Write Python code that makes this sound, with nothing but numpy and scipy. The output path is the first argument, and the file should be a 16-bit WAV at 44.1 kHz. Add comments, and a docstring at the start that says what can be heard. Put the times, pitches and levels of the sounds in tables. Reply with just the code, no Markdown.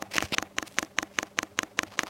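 """Ticking, five times a second, from a small solenoid fuel pump on a rag on a workbench, over a faint hum.
Each stroke is a clack of the plunger on its stop and a softer knock back on its seat, made of
filtered impulses, noise chatter and dying casing modes; shaped noise and tones fill the gaps.
A hand moves a microphone up to the pump: rubs, a scrape and rustles of tiny random slips,
clicks and crackles of short dying noise, and bumps as low dying tones. The room answers faintly."""
import sys
import numpy as np
from scipy import signal
from scipy.fft import rfft, irfft, next_fast_len
from scipy.io import wavfile
from scipy.ndimage import map_coordinates

SR = 44100
rng = np.random.default_rng(int(sys.argv[2]) if len(sys.argv) > 2 else 0)


def output_pcm(signal):
    """Save a mono or channel-first signal as 16-bit PCM at the path in sys.argv[1].

    Samples are clipped to [-1, 1] before scaling.
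    """
    pcm = np.clip(np.atleast_2d(signal).T, -1, 1) * 32767
    wavfile.write(sys.argv[1], SR, np.round(pcm).astype(np.int16))


N = 92521
T = np.arange(N) / SR  # time in the scene, s
RING = T[:8192]  # time within one short sound, s


def amp(db):
    """Decibels to gain."""
    return 10 ** (np.asarray(db) / 20)


def unit(x):
    """Scale to rms 1."""
    return x / np.sqrt(np.mean(x ** 2) + 1e-20)


def burst(x):
    """Scale to the energy of 5 ms at rms 1."""
    return x * np.sqrt(.005 * SR / (np.sum(x ** 2) + 1e-20))


def colour(x, points):
    """Causal minimum-phase filter through (freq_hz, level_db) points, by folding the cepstrum."""
    m = len(RING)
    hz, db = np.transpose(points)
    log_bins = np.log(np.fft.rfftfreq(m, 1 / SR) + 1)
    cepstrum = irfft(np.log(amp(np.interp(log_bins, np.log(hz), db))))
    cepstrum[1:m // 2] *= 2
    cepstrum[m // 2 + 1:] = 0
    return signal.fftconvolve(x, irfft(np.exp(rfft(cepstrum))))[:len(x)]


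def add(out, s, x):
    """Mix x into out at time s, trimmed to the scene."""
    i = int(round(s * SR))
    x = x[max(-i, 0):max(N - i, 0)]
    out[max(i, 0):max(i, 0) + len(x)] += x


def swell(t, rise, fall):
    """A bell that peaks at t = 0."""
    return np.exp(-.5 * (t / np.where(t < 0, rise, fall)) ** 2)


def wander(points, rate_hz):
    """A smooth random curve through new values at the given rate."""
    return map_coordinates(rng.standard_normal(points), [T * rate_hz])


def friction(swells, spectrum, slips_per_s=1500, smooth=0.62, clump_db=0.0):
    """Rubbing: tiny random slips mixed with a smooth share of hiss; clump_db makes the level uneven."""
    slips = rng.standard_normal(N) * (rng.random(N) < slips_per_s / SR)
    grain = np.sqrt(smooth) * rng.standard_normal(N) + np.sqrt(1 - smooth) * unit(slips)
    grain = grain * amp(clump_db * wander(2048, 420))
    level = sum(amp(db) * swell(T - s, rise, fall) for s, rise, fall, db in swells)
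    return unit(colour(grain, spectrum)) * level


# Workshop air at the microphone: freq_hz, level_db
AIR_TONE = [(20, -3), (55, -9.5), (92, 2.5), (135, -4.5), (200, -6), (300, -7), (420, -9.5), (620, -16),
            (900, -12.5), (2200, -22.5), (6000, -25.5), (16000, -34)]
# Faint hum: pitch_hz, level_db
HUM = [(198, -62), (408, -69), (594, -70.5)]
AIR_DB = -57
HUM_WAVER_DB, HUM_DRIFT_RAD, WAVER_HZ = 1.5, .5, 12


def background():
    """Workshop air as coloured noise, and hum tones that waver in level and phase."""
    out = amp(AIR_DB) * unit(colour(rng.standard_normal(N), AIR_TONE))
    for hz, db in HUM:
        level = amp(db + HUM_WAVER_DB * wander(256, WAVER_HZ))
        phase = 2 * np.pi * hz * T + HUM_DRIFT_RAD * wander(256, WAVER_HZ)
        out += level * np.sqrt(2) * np.sin(phase)
    return out


# Rebound chatter: freq_hz, level_db
CHATTER_TONE = [(200, 0.5), (900, -14.5), (1600, 4.5), (3000, -0.5), (5000, -11.5), (6400, -5), (8000, -7),
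                (11500, -19), (16000, -16.5)]
# Casing modes: pitch_hz, t60_s, clack_level_db, knock_level_db (both relative to the blow)
CASING = [(200, 0.22, -32.5, -31.5), (323, 0.057, -15.5, -3), (601.5, 0.19, -31.5, -49),
          (659, 0.07, -41, -17.5), (793, 0.026, -27.5, -8.5), (1092, 0.042, -20, -16.5),
          (1820, 0.006, -25, -13), (2880, 0.0074, -40, -44), (4310, 0.0032, -40, -42),
          (6300, 0.0047, -25, -23), (6440, 0.0079, -12, -4), (11060, 0.0048, -16, -22)]
COLOUR_VARY_DB = 1.2  # random change at each point of a crack's spectrum


def blow(spectrum, mode_dbs, chatter, vary_db):
    """One impact of the plunger: a hard crack, a rebound chatter and the dying modes of the casing."""
    delay, spread, chatter_db = chatter
    varied = [(hz, db + rng.normal(0, COLOUR_VARY_DB)) for hz, db in spectrum]
    out = burst(colour(1. * (RING == 0), varied))
    rattle = rng.standard_normal(len(RING)) * swell(RING - delay, spread, spread)
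    out += amp(chatter_db) * burst(colour(rattle, CHATTER_TONE))
    for (hz, t60, *_), db in zip(CASING, mode_dbs):
        mode = np.sin(2 * np.pi * hz * RING) * amp(-60 * RING / t60)
        out += amp(db + rng.normal(0, vary_db)) * mode
    return out


# Pump strokes: start_s, clack_level_db, knock_level_db, bounce_level_db (relative to the knock)
STROKES = [(-.0182, -17, -29, -22), (0.1826, -16.5, -24, -11), (0.3838, -17.5, -28, -16),
           (0.5847, -19.5, -29.5, -6.5), (0.786, -17, -27, -13), (0.9866, -17, -27.5, -14),
           (1.1876, -17.5, -27.5, -10), (1.3885, -17.5, -26.5, -14), (1.5899, -17.5, -27, -9),
           (1.7907, -17, -28, -5), (1.9918, -17.5, -26.5, -11)]
# Crack on the stop: freq_hz, level_db
CLACK_TONE = [(59, -41.5), (100, -9.5), (315, -5), (818, -15.5), (1130, -2), (1450, -5), (1800, 0.5),
              (2580, -6), (2930, -4), (3320, -13.5), (3950, -10), (4870, -23.5), (6020, -8), (6420, -4.5),
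              (7290, -25), (8830, -37.5), (11200, -52), (13500, -70), (16000, -59)]
# Crack on the seat: freq_hz, level_db
KNOCK_TONE = [(59, -27), (100, -13.5), (170, 0.5), (277, 4.5), (705, -3), (950, -1), (1760, -3.5),
              (2580, -13), (2860, -14), (3190, -18), (4980, -16.5), (6420, -12), (7290, -21), (9610, -28.5),
              (11600, -22), (15000, -29), (16000, -25)]
# Bounce on the seat: freq_hz, level_db
BOUNCE_TONE = [(100, -30), (800, -3.5), (1700, 5.5), (2600, -8), (4200, -10.5), (6400, -7), (8000, -33),
               (16000, -30)]
# Rebound chatter of each blow: delay_s, spread_s, level_db
CLACK_CHATTER, KNOCK_CHATTER = (0.0012, 0.00079, -15.5), (0.0014, 0.00088, -14.5)
RETURN_S = .0422  # from clack to knock
BOUNCE_S, BOUNCE_SCATTER_S = 0.001705, .00004


def plunger():
    """The clack on the stop and the opposite knock back on the seat; the knock bounces once."""
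    out = np.zeros(N)
    _, _, clack_modes, knock_modes = np.transpose(CASING)
    bounce = burst(colour(1. * (RING == 0), BOUNCE_TONE))
    for s, clack_db, knock_db, bounce_db in STROKES:
        clack = blow(CLACK_TONE, clack_modes, CLACK_CHATTER, vary_db=1.4)
        knock = blow(KNOCK_TONE, knock_modes, KNOCK_CHATTER, vary_db=2.0)
        bounce_s = s + RETURN_S + rng.normal(BOUNCE_S, BOUNCE_SCATTER_S)
        add(out, s, amp(clack_db) * clack)
        add(out, s + RETURN_S, -amp(knock_db) * knock)
        add(out, bounce_s, -amp(knock_db + bounce_db) * bounce)
    return out


def each_stroke(rows):
    """Repeat rows timed from the clack in every stroke."""
    return [(s + after, *rest) for s, *_ in STROKES for after, *rest in rows]


# Plunger sliding: start_s (of the peak, from the clack), rise_s, fall_s, level_db
SLIDES = [(-.0175, 0.0013, 0.0013, -44), (-.012, 0.0014, 0.0015, -41.5), (-.002, .005, 0.0019, -43.5),
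          (.004, .003, 0.015, -47), (.0405, 0.0066, 0.0026, -49)]
# Tone of the sliding: freq_hz, level_db
SLIDE_TONE = [(150, -5), (500, 2.5), (1000, 3.5), (1500, -10.5), (3000, -7.5), (4500, -10), (6200, -8.5),
              (8000, -17), (16000, -39)]


def slides():
    """Grainy friction of the plunger within each stroke."""
    return friction(each_stroke(SLIDES), SLIDE_TONE, slips_per_s=850, smooth=0.33)


# Soft casing hums: start_s (of the peak, from the clack), rise_s, fall_s, pitch_hz, level_db
GROANS = [(-0.026, 0.0093, 0.002, 273, -54), (0.024, 0.013, 0.0011, 600, -51),
          (0.0023, 0.0044, 0.011, 1030, -44), (.129, 0.0028, 0.0077, 574, -52.5),
          (0.129, 0.0072, 0.017, 412, -61), (0.079, 0.0089, 0.021, 790, -64)]


def groans():
    """Soft hums of the casing as the plunger moves: swelling sines."""
    out = np.zeros(N)
    t = RING - RING.mean()  # room for the rise before the peak
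    for s, rise, fall, hz, db in each_stroke(GROANS):
        tone = np.sqrt(2) * np.sin(2 * np.pi * hz * t)
        add(out, s + t[0], amp(db) * tone * swell(t, rise, fall))
    return out


# Scratch of the plunger: start_s (of the peak, from the clack), rise_s, fall_s, level_db
SCRATCHES = [(.032, 0.00088, 0.0013, -49), (.039, 0.0013, 0.0036, -45.5)]
# Tone of the scratch: freq_hz, level_db
SCRATCH_TONE = [(300, -32), (2000, -7), (4500, 4), (6300, 6), (8500, -7), (11800, 0.5), (14000, -10),
                (16000, -7)]


def scratches():
    """Thin friction of the plunger as it springs back."""
    return friction(each_stroke(SCRATCHES), SCRATCH_TONE)


# Valve chirps: start_s (of the peak, from the clack), rise_s, fall_s, level_db
CHIRPS = [(-.003, 0.00075, 0.00074, -41), (.0388, 0.00076, 0.0017, -45)]
# Tone of the chirps: freq_hz, level_db
CHIRP_TONE = [(100, -40), (4500, -9), (5700, 0), (6300, -6), (6900, 0), (8000, -37), (16000, -38)]


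def chirps():
    """Brief high valve noise just before each blow."""
    return friction(each_stroke(CHIRPS), CHIRP_TONE)


# Swish through the pump: start_s (of the peak, from the clack), rise_s, fall_s, level_db
SWISHES = [(.083, 0.021, 0.011, -52.5), (.126, 0.009, 0.012, -57.5)]
# Tone of the swish: freq_hz, level_db
SWISH_TONE = [(100, -14), (700, 7.5), (1300, -3.5), (2200, -2), (4000, -14), (8000, -22), (16000, -27)]


def swishes():
    """Soft noise through the pump after the plunger's return."""
    return friction(each_stroke(SWISHES), SWISH_TONE)


# Casing response around its resonances: centre_hz, width_hz, level_db (negative cuts)
HOLLOWS = [(367, 42, 1), (942, 68, -10), (5080, 1000, -3.5)]


def hollow(x):
    """The casing radiates unevenly between its resonances: peaking filters cut or slightly lift."""
    for hz, width, db in HOLLOWS:
        k = np.tan(np.pi * hz / SR)
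        section = lambda q: [1 + q * k + k * k, 2 * (k * k - 1), 1 - q * k + k * k]
        top = section(width / hz * amp(db / 2))
        bottom = section(width / hz * amp(-db / 2))
        x = signal.lfilter(top, bottom, x)
    return x


# Pump tone as the microphone moves in: start_s, boxy_level_db, low_ring_level_db
PLACING = [(0, 6, -3), (.22, 1, -1.5), (0.419, 3.5, -2.5), (.6, -1.5, 0.5), (.85, 0.5, -1), (2.1, -1, -1)]
BOXY_HZ, LOW_RING_HZ = (640, 960), (287, 360)


def placed(x):
    """Two bands of the pump change level with the microphone's position."""
    s, *levels = np.transpose(PLACING)
    for band, db in zip((BOXY_HZ, LOW_RING_HZ), levels):
        bandpass = signal.butter(1, band, "band", fs=SR, output="sos")
        extra = amp(np.interp(T, s, db)) - 1
        x = x + extra * signal.sosfilt(bandpass, x)
    return x


# Shifts of the grip on the microphone: start_s (of the peak), rise_s, fall_s, level_db
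SHIFTS = [(.085, 0.023, 0.022, -56), (.29, 0.028, 0.037, -65), (.70, 0.028, 0.017, -61),
          (1.88, 0.013, 0.018, -54)]
# Tone of the shifts: freq_hz, level_db
SHIFT_TONE = [(25, -45), (60, -8), (95, 6), (220, -8), (400, -17), (2000, -46), (16000, -80)]


def grip_shifts():
    """Dull low friction as the grip on the microphone shifts."""
    return friction(SHIFTS, SHIFT_TONE)


# Rubs of the hand: start_s (of the peak), rise_s, fall_s, level_db
RUBS = [(.118, 0.0054, 0.013, -40), (.143, 0.0045, 0.0058, -31.5), (.168, 0.008, 0.011, -31.5),
        (.241, 0.02, 0.017, -39), (.30, 0.025, 0.022, -52), (1.18, 0.036, 0.029, -52)]
# Tone of the rubs: freq_hz, level_db
RUB_TONE = [(60, -4.5), (200, -1), (600, -2), (1400, -5), (2500, 2.5), (3800, -6.5), (5000, -3),
            (7500, -10.5), (12000, -17.5), (16000, -21)]


def rubs():
    """The hand rubs, catching and letting go in clumps of slips."""
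    return friction(RUBS, RUB_TONE, slips_per_s=1000, smooth=0.56, clump_db=3.0)


def snaps(rows, spectrum):
    """Small clicks: coloured noise that dies in milliseconds."""
    out = np.zeros(N)
    for s, db in rows:
        noise = rng.standard_normal(len(RING)) * amp(-60 * RING / 0.0045)  # t60 in s
        add(out, s, amp(db) * burst(colour(noise, spectrum)))
    return out


# Handling clicks: start_s, level_db
CLICKS = [(.1378, -34.5), (.1415, -40), (.1462, -36), (.157, -28.5), (.1653, -29), (.1685, -39),
          (.1747, -36), (.1802, -36), (.2055, -30), (.2192, -46.5), (.3228, -33), (.3418, -32.5),
          (.3466, -32)]
# Tone of the clicks: freq_hz, level_db
CLICK_TONE = [(60, -12), (250, 5), (650, -1), (1400, -5.5), (2500, 5), (3700, -11), (5000, -1),
              (6500, -8.5), (8000, -13), (12000, -22), (16000, -23)]


def clicks():
    """Small clicks of the hand as it places the microphone."""
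    return snaps(CLICKS, CLICK_TONE)


# Bumps on the microphone: start_s, pitch_hz (at the start), t60_s, level_db
BUMPS = [(0.2372, 110, 0.053, -18.5), (0.3237, 200, 0.013, -6)]
BUMP_SAG = 0.3  # share of its pitch that a bump loses as it dies


def bumps():
    """Knocks on the microphone: the slope of a dying low swing that sags in pitch."""
    out = np.zeros(N)
    for s, hz, t60, db in BUMPS:
        life = amp(-60 * RING / t60)
        turns = np.cumsum(hz * (1 - BUMP_SAG * (1 - life))) / SR
        push = np.sin(2 * np.pi * turns) * life * (1 - np.exp(-2 * turns))  # soft onset
        add(out, s, amp(db) * np.gradient(push) * SR / (2 * np.pi * hz))
    return out


# One firm scrape: start_s (of the peak), rise_s, fall_s
SCRAPE = (.343, .010, .0035)
# Tone of the scrape: freq_hz, level_db
SCRAPE_TONE = [(80, -20), (400, -6), (900, -0.5), (1900, -9), (2800, 4), (3900, -1), (5200, -5.5),
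               (6000, -18.5), (10000, -20), (16000, -30)]
SCRAPE_DB = -23


def scrape():
    """Dense friction of the hand that grows and breaks off."""
    return friction([(*SCRAPE, SCRAPE_DB)], SCRAPE_TONE, slips_per_s=3300, smooth=0.77, clump_db=1.5)


# Finger strokes: start_s (of the peak), rise_s, fall_s, level_db
FINGERS = [(.669, 0.012, 0.0097, -49.5), (1.272, 0.0078, 0.0063, -48.5), (1.875, 0.0058, 0.0069, -46),
           (1.928, 0.016, 0.024, -48), (2.002, 0.0082, 0.01, -37.5), (2.072, 0.0084, 0.011, -40)]
# Tone of the fingers: freq_hz, level_db
FINGER_TONE = [(60, -3), (300, -12), (650, 3.5), (1100, 4), (1700, -4.5), (2600, -3.5), (3600, -7),
               (5000, -6), (7500, -17), (16000, -26)]


def fingers():
    """Softer strokes of the fingers, mostly sparse slips."""
    return friction(FINGERS, FINGER_TONE, slips_per_s=690, smooth=0.23)


# Light dry rustles: start_s (of the peak), rise_s, fall_s, level_db
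RUSTLES = [(.672, 0.0079, 0.0089, -48), (.73, 0.037, 0.081, -56), (1.88, 0.0036, .006, -68)]
# Tone of the rustles: freq_hz, level_db
RUSTLE_TONE = [(100, -12), (1000, -7), (2500, 4), (5000, -1), (9000, -2.5), (16000, -11)]


def rustles():
    """Light dry rustles of few, separate slips."""
    return friction(RUSTLES, RUSTLE_TONE, slips_per_s=210, smooth=0.4)


# Thin crackles: start_s, level_db
CRACKLES = [(.675, -46), (.724, -53), (.7913, -29.5), (.8485, -47)]
# Tone of the crackles: freq_hz, level_db
CRACKLE_TONE = [(200, -3), (2000, -6), (5000, -7.5), (8500, -7), (11000, -17), (16000, -29)]


def crackles():
    """Thin crackles during the handling."""
    return snaps(CRACKLES, CRACKLE_TONE)


ROOM_T60_S, ROOM_DB = 0.076, -25


def room(near):
    """The workshop's faint answer: a short tail of dying coloured noise."""
    t = T[:SR // 2]
    noise = rng.standard_normal(len(t)) * amp(-60 * t / ROOM_T60_S)
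    tail = colour(noise, [(500, 7.0), (2000, -8.5), (8000, -15)])
    return amp(ROOM_DB) * signal.fftconvolve(near, tail / np.linalg.norm(tail))[:N]


def scene():
    """Pump and hand are close to the microphone, so the room answers only faintly."""
    pump = plunger() + slides() + groans() + scratches() + chirps() + swishes()
    hand = grip_shifts() + rubs() + clicks() + bumps() + scrape() + fingers() + rustles() + crackles()
    near = placed(hollow(pump)) + hand
    return (near + room(near) + background())[None]


LOW_CUT_HZ, TOP_HZ = 76, 16100


def record(dry):
    """The microphone thins the deep bass; nothing is kept above the band limit."""
    highpass = signal.butter(1, LOW_CUT_HZ, "high", fs=SR, output="sos")
    thin = signal.sosfilt(highpass, dry)
    m = next_fast_len(N + SR // 2)
    kept = np.fft.rfftfreq(m, 1 / SR) < TOP_HZ
    return irfft(rfft(thin, m) * kept, m)[..., :N]


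dry = scene()
out = record(dry)
output_pcm(out)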